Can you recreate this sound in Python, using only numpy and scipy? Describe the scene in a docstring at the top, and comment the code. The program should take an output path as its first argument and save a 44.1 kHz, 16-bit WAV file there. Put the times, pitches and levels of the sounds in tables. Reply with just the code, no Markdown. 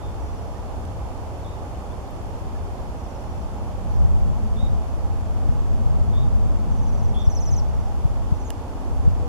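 """At a frosty hedge, with a stereo microphone out in the open air.
A breeze gets up and buffets the microphone's two ports, and single eddies thump them. Close by,
waxwings trill in swept, nearly pure syllables, a finch gives buzzy whistles and one bird snaps at a
berry. Farther off are small chirps and the start of a coo. In the distance an engine drones past
and the tyres and engines on a road merge into a steady hum, over faint microphone hiss."""
import sys
import numpy as np
from scipy import signal
from scipy.fft import rfft, irfft
from scipy.io import wavfile
from scipy.ndimage import uniform_filter1d, minimum_filter1d

SR = 44100
rng = np.random.default_rng(int(sys.argv[2]) if len(sys.argv) > 2 else 0)


def pcm_store(signal):
    """Save signal as 16-bit PCM."""
    levels = np.round(np.clip(np.atleast_2d(signal), -1, 1) * 32767)
    wavfile.write(sys.argv[1], SR, levels.astype(np.int16).T)


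N = 409248
TIME = np.arange(N) / SR

# Wind on the microphone: calm, a puff, then a breeze with lulls. Each row: time in seconds, level in dB.
WIND_FORCE = [(0, -33), (1.15, -33.5), (1.5, -37), (2.05, -35.5), (2.57, -28.5), (2.8, -33), (3.2, -36),
              (3.85, -27), (4.0, -15.5), (4.24, -16.5), (4.42, -23), (4.74, -17.5), (4.88, -24.5),
              (5.35, -20), (6.3, -18.5), (7.6, -19), (8.35, -25), (8.62, -34), (9.08, -18.5), (9.28, -26.5)]
# Eddies hitting the microphone. Each row: time in seconds, peak in dB, pitch in Hz.
EDDY_THUMPS = [(5.495, -4, 75.5), (5.864, -6, 65), (6.36, -6, 55), (7.278, 1, 75), (8.055, -3.5, 86),
               (8.325, -5, 101), (9.079, -2, 100)]
# Waxwings in the branches. Each row: start in seconds, syllable count, starting top pitch in Hz,
# glide in Hz per second, full level in dB, opening swell in dB, fade in dB per second.
WAXWING_TRILLS = [(.197, 8, 6360, -300, -61, 1, 8), (2.978, 9, 6300, -200, -58, 3, 12),
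                  (3.884, 2, 6300, 0, -62, 0, 0), (6.706, 8, 6760, -800, -51.5, 8, 15),
                  (7.1895, 8, 6340, 550, -40, 12.5, -4), (7.685, 5, 6170, -200, -62, -1, 25),
                  (8.339, 3, 6400, 7600, -43, 17, 0)]
# One waxwing syllable. Each row: time in seconds, share of top pitch, relative amplitude.
SYLLABLE_SHAPE = [(0, .82, 0), (.003, .94, .6), (.008, 1, 1), (.015, .935, .9), (.025, .888, 1.1),
                  (.037, .856, .9), (.041, .82, .55), (.0445, .68, .3), (.048, .55, 0)]
# The finch. Each row: start in seconds, pitch in Hz, level in dB, left minus right in dB, buzz 0-1.
FINCH_CALLS = [(-.005, 3660, -58, -5, 1), (1.436, 3810, -56.5, -2, 1), (4.559, 3750, -48, -8, 0.6),
               (6.128, 3730, -49, -3, 1), (7.138, 3570, -45, -6, 1)]
# One finch call. Each row: time in seconds, share of pitch, relative amplitude,
# full buzz depth as a share of pitch.
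CALL_SHAPE = [(0, 1.03, .2, 0), (.011, .94, .8, .01), (.023, .945, .8, .015), (.036, .982, 1.3, .015),
              (.06, 1, 1.1, .04), (.102, 1.005, .8, .04), (.118, .98, .3, .05), (.14, .96, 0, .05)]
# Bill and twig cracks. Each row: start in seconds, peak in dB, low and high band edges in Hz.
BILL_TICKS = [(.853, -37, 2000, 8000), (2.1075, -43.5, 11500, 14500), (8.5042, -22.5, 1900, 14000)]
# The ring of the berry stalk. Each row: frequency in Hz, level in dB, seconds to fall by 60 dB.
STALK_MODES = [(1690, -33, .013), (2850, -28.5, 0.014), (5300, -34, .008), (7050, -35, 0.0074),
               (11800, -30, .005)]
# Small birds far off. Each row: start and length in seconds, first and last pitch in Hz, level in dB.
FAR_CHIRPS = [(0.546, .03, 1750, 1900, -54), (1.41, .05, 4520, 3350, -60), (1.444, 0.035, 3500, 3360, -57),
              (1.742, 0.021, 2770, 3150, -57), (1.91, .022, 3300, 3650, -56),
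              (2.548, .026, 1700, 1730, -52)]
# A soft, distant coo. Each row: time in seconds, pitch in Hz, level in dB.
DOVE_COO = [(9.2, 507, -71), (9.225, 495, -39), (9.255, 490, -36), (9.28, 482, -41)]
# A distant engine easing off twice. Each row: time in seconds, level in dB, drone centre in Hz.
ENGINE_DRONE = [(0, -71, 195), (3.3, -47.5, 205), (4.2, -39, 197), (4.65, -40, 222), (5.1, -53, 215),
                (5.5, -39.5, 238), (6.1, -44, 228), (6.8, -36.5, 212), (7.9, -50.5, 225), (8.5, -45, 250),
                (9.28, -44.5, 262)]
# The far road's colour. Each row: frequency in Hz, relative level in dB.
ROAD_SPECTRUM = [(20, -4), (40, 13), (70, 15), (97, 13), (125, 4), (200, 1), (380, -1), (600, -1),
                 (730, -1.5), (830, -0.5), (930, -4.5), (1150, -8.5), (1500, -17), (2100, -27)]
# The road in stereo. Each row: frequency in Hz, left-right correlation, left minus right in dB.
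ROAD_STEREO = [(60, 1, -1), (200, 0.71, -2.5), (402, 0.51, -2.5), (700, 0.8, -4), (1310, 0.38, -3.5),
               (2200, -0.76, 1)]
# The colour of the microphone's hiss. Each row: frequency in Hz, relative level in dB.
HISS_SPECTRUM = [(1000, 2.5), (2700, 0), (4500, -4), (7400, -5.5), (8300, -8.5), (12000, -12.5),
                 (14000, -19.5), (15500, -24)]
# Narrow bands the camera cuts out. Each entry: centre in Hz.
CAMERA_NOTCHES = [3935, 7870]


def wind(calm_hz=45.0, gust_hz=100.0, low_hz=23.8, steepness=3.6, flutter_db=1.5, leak_db=-15.0):
    """Turbulence pushes the two ports in opposite senses; faster air sheds smaller, higher eddies."""
    force_db = in_time(WIND_FORCE)[0] + flutter_db * drift(rate_hz=5.4)
    speed = np.clip((force_db + 35) / 18, 0, 1)
    corner_hz = calm_hz + (gust_hz - calm_hz) * speed
    edges_hz = np.geomspace(10, 450, 12)
    white = rng.standard_normal((2, 2, N))
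    rumble = np.zeros((2, N))
    for k, (low, high) in enumerate(zip(edges_hz, edges_hz[1:])):
        hz = np.sqrt(low * high)
        rolloff = np.hypot(1, (low_hz / hz) ** 2) * np.hypot(1, (hz / corner_hz) ** steepness)
        rumble += band(white[k % 2], low, high) / rolloff
    rumble = band(rumble, 6.9, 226)
    # the buffets keep an even strength within a gust
    side, mid = rumble / np.sqrt(uniform_filter1d(rumble ** 2, size=4000, axis=1) + 1e-18)
    ports = from_db(leak_db) * mid + side * [[1], [-1]]
    return from_db(force_db) * ports * pan(left_db=0.84)


def eddies(right_share=0.71):
    """A vortex passing the microphone is one dip of pressure between two rises."""
    out, t = np.zeros(N), np.arange(-SR // 25, SR // 25) / SR
    for centre_s, peak_db, hz in EDDY_THUMPS:
        spread = (np.pi * hz * t) ** 2
        add(out, centre_s + t[0], from_db(peak_db) * (2 * spread - 1) * np.exp(-spread))
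    return out * [[1], [-right_share]]


def trill_syllables(beat_s=.0526, attack_s=.14, seesaw=0.0162, scatter_db=1.0):
    """Trills keep an even beat while the pitch seesaws and glides. Yields start, top pitch and level."""
    for start_s, count, first_hz, glide, full_db, swell_db, fade in WAXWING_TRILLS:
        for k in range(round(count)):
            age = k * beat_s
            top_hz = (first_hz + glide * age) * (1 + seesaw * (-1) ** k)
            below_db = swell_db * max(0, 1 - age / attack_s) + fade * max(0, age - attack_s)
            yield start_s + age, top_hz, full_db - below_db + scatter_db * rng.standard_normal()


def waxwings(waver=0.012, overtone_db=-17.0, soft_sweep=0.744):
    """Close by in the hedge: each syllable is a near sine that flicks up, slides down and drops away."""
    t = TIME[:round(SYLLABLE_SHAPE[-1][0] * SR)]
    tone, overtone = np.zeros((2, N))
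    bend, loudness = in_time(SYLLABLE_SHAPE, t)
    middle = np.median(bend)
    unsteady = 1 + waver * drift(rate_hz=250)
    for start_s, top_hz, level_db in trill_syllables():
        sweep = np.interp(level_db, [-56, -42], [soft_sweep, 1])  # soft syllables sweep less
        pitch = top_hz * (middle + sweep * (bend - middle)) * np.interp(start_s + t, TIME, unsteady)
        phase = phase_of(pitch)
        add(tone, start_s, from_db(level_db) * loudness * np.sin(phase))
        add(overtone, start_s, from_db(level_db + overtone_db) * loudness * np.sin(2 * phase))
    song = tone * pan(left_db=-1.5) + overtone
    # the lag brings the overtone's short wave to the two ports nearly in opposite phase
    return outdoors(song, lag_s=.000033, wet_db=-12, t60=.3)


def finch(buzz_hz=208.0, waver=0.012, throb=.4):
    """Near and to the right: a short whistle that dips and rises, its pitch shaken into a buzz."""
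    t, out = TIME[:round(CALL_SHAPE[-1][0] * SR)], np.zeros((2, N))
    bend, loudness, depth = in_time(CALL_SHAPE, t)
    unsteady = 1 + waver * drift(rate_hz=140)
    for start_s, hz, level_db, left_db, buzz in FINCH_CALLS:
        shake = buzz * np.sin(2 * np.pi * buzz_hz * t)
        pitch = hz * (bend + depth * shake) * np.interp(start_s + t, TIME, unsteady)
        call = loudness * (1 - throb * shake) * np.sin(phase_of(pitch))
        add(out, start_s, from_db(level_db) * call * pan(left_db))
    return outdoors(out, lag_s=.00006, wet_db=-7, t60=.33)


def berry(crack_t60=0.005, snap_s=8.5044):
    """Tiny dry cracks from bill and twigs, close up; the snapping stalk also rings briefly."""
    t, out = TIME[:SR // 40], np.zeros((2, N))
    for start_s, peak_db, low_hz, high_hz in BILL_TICKS:
        burst = rng.standard_normal((2, len(t))) * from_db(-60 * t / crack_t60)
        crack = band(burst, low_hz, high_hz)
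        add(out, start_s, from_db(peak_db) * crack / np.abs(crack).max())
    for hz, level_db, t60 in STALK_MODES:
        ring = np.sin(2 * np.pi * (hz * t + rng.random((2, 1)))) * from_db(-60 * t / t60)
        add(out, snap_s, from_db(level_db) * ring)
    return out * pan(left_db=-3.0)


def far_birds():
    """Single short slurs, blurred by distance."""
    out = np.zeros(N)
    for start_s, length_s, first_hz, last_hz, level_db in FAR_CHIRPS:
        pitch = np.linspace(first_hz, last_hz, round(length_s * SR))
        chirp = signal.windows.tukey(len(pitch), .5) * np.sin(phase_of(pitch))
        add(out, start_s, from_db(level_db) * chirp)
    return outdoors(np.array([out, out]), lag_s=0, wet_db=-6, t60=.3)


def dove():
    """The start of a distant coo, almost a pure tone."""
    hz, level_db = in_time(DOVE_COO)
    return from_db(level_db) * np.sin(phase_of(hz)) * (TIME > DOVE_COO[0][0])


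def engine():
    """An exhaust drone, smeared by its long path into a narrow band that follows the revs."""
    level_db, hz = in_time(ENGINE_DRONE)
    return from_db(level_db) * narrow_band(hz, spread_hz=31.7) * pan(left_db=-2.0)


def road(tyre_band_db=-40, air_hz=2700):
    """Many far tyres and engines merge to a steady roar, a little to the right."""
    hz = np.fft.rfftfreq(N, 1 / SR)
    colour_db, = at_hz(ROAD_SPECTRUM, hz)
    alike, left_db = at_hz(ROAD_STEREO, hz)
    mid, side = rfft(rng.standard_normal((2, N)))
    air = 1 / np.hypot(1, (hz / air_hz) ** 3)  # distance swallows the treble
    ports = np.sqrt(1 + alike) * mid + np.sqrt(1 - alike) * side * [[1], [-1]]
    roar = irfft(ports * from_db(colour_db) * air * pan(left_db), N)
    tyre_band_rms = np.std(band(roar.mean(axis=0), 350, 1500))
    return from_db(tyre_band_db) * roar / tyre_band_rms


def tyre_whine(level_db=-55.5):
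    """Treads sing faintly and steadily on the far asphalt."""
    return from_db(level_db) * narrow_band(hz=831, spread_hz=45.0) * pan(left_db=-3.0)


def microphone_hiss(level_db=-51.0):
    """Each channel has its own steady hiss."""
    colour_db, = at_hz(HISS_SPECTRUM, np.fft.rfftfreq(N, 1 / SR))
    spectrum = rfft(rng.standard_normal((2, N))) * from_db(colour_db)
    return from_db(level_db) * rms_one(irfft(spectrum, N))


def outdoors(x, lag_s, wet_db, t60):
    """A bird to the right reaches the left port late; hedge and wall scatter a thin tail."""
    t = TIME[:SR // 2]
    tail = rng.standard_normal((2, len(t))) * from_db(-60 * t / t60) * (t > .006)
    tail = from_db(wet_db) * rms_one(tail) / np.sqrt(len(t))
    direct = np.array([np.interp(TIME - lag_s, TIME, x[0]), x[1]])
    return direct + signal.fftconvolve(x, tail, axes=1)[:, :N]


def narrow_band(hz, spread_hz):
    """A tone smeared into a band of noise about its pitch; rms 1."""
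    phase = phase_of(hz * np.ones(N))
    return drift(spread_hz) * np.cos(phase) + drift(spread_hz) * np.sin(phase)


def drift(rate_hz):
    """A random wander of rms 1, mostly slower than rate_hz."""
    hz = np.fft.rfftfreq(N, 1 / SR)
    return rms_one(irfft(rfft(rng.standard_normal(N)) / (1 + (hz / rate_hz) ** 2), N))


def phase_of(hz):
    """Running phase of a moving pitch, in radians."""
    return 2 * np.pi * np.cumsum(hz) / SR


def from_db(db):
    """Decibels to gain."""
    return 10 ** (np.asarray(db) / 20)


def rms_one(x):
    """Scale to rms 1."""
    return x / np.sqrt(np.mean(x ** 2) + 1e-20)


def in_time(rows, t=TIME):
    """Columns of a curve at the times t."""
    times, *columns = np.transpose(rows)
    return [np.interp(t, times, column) for column in columns]


def at_hz(rows, hz):
    """Columns of a spectrum at the frequencies hz."""
    row_hz, *columns = np.transpose(rows)
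    return [np.interp(np.log(hz + 1e-9), np.log(row_hz), column) for column in columns]


def band(x, low_hz, high_hz):
    """Second-order band-pass."""
    return signal.sosfilt(signal.butter(2, [low_hz, high_hz], "band", fs=SR, output="sos"), x)


def pan(left_db):
    """Channel gains that put the left left_db above the right."""
    return from_db(np.array([[.5], [-.5]]) * left_db)


def add(out, start_s, sound):
    """Mix a sound in at a moment."""
    at = round(start_s * SR) + np.arange(sound.shape[-1])
    inside = (at >= 0) & (at < N)
    out[..., at[inside]] += sound[..., inside]


def scene():
    """Birds near and far, distant traffic and wind on the microphone."""
    birds = waxwings() + finch() + far_birds() + dove() + berry()
    traffic = road() + tyre_whine() + engine()
    return birds + traffic + microphone_hiss() + wind() + eddies()


def record(dry, notch_widths_hz=(230., 190.), ceiling=.92, cutoff_hz=15150):
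    """The camera notches out two narrow bands, ducks the hardest thumps and cuts the top."""
    for hz, width_hz in zip(CAMERA_NOTCHES, notch_widths_hz):
        dry = signal.lfilter(*signal.iirnotch(hz, hz / width_hz, fs=SR), dry)
    safe_gain = np.minimum(1, ceiling / np.abs(dry).max(axis=0))
    limiter = uniform_filter1d(minimum_filter1d(safe_gain, size=441), size=441)  # 10 ms windows
    low_pass = signal.ellip(10, .1, 80, cutoff_hz, fs=SR, output="sos")
    return signal.sosfilt(low_pass, dry * limiter)


dry = scene()
out = record(dry)
pcm_store(out)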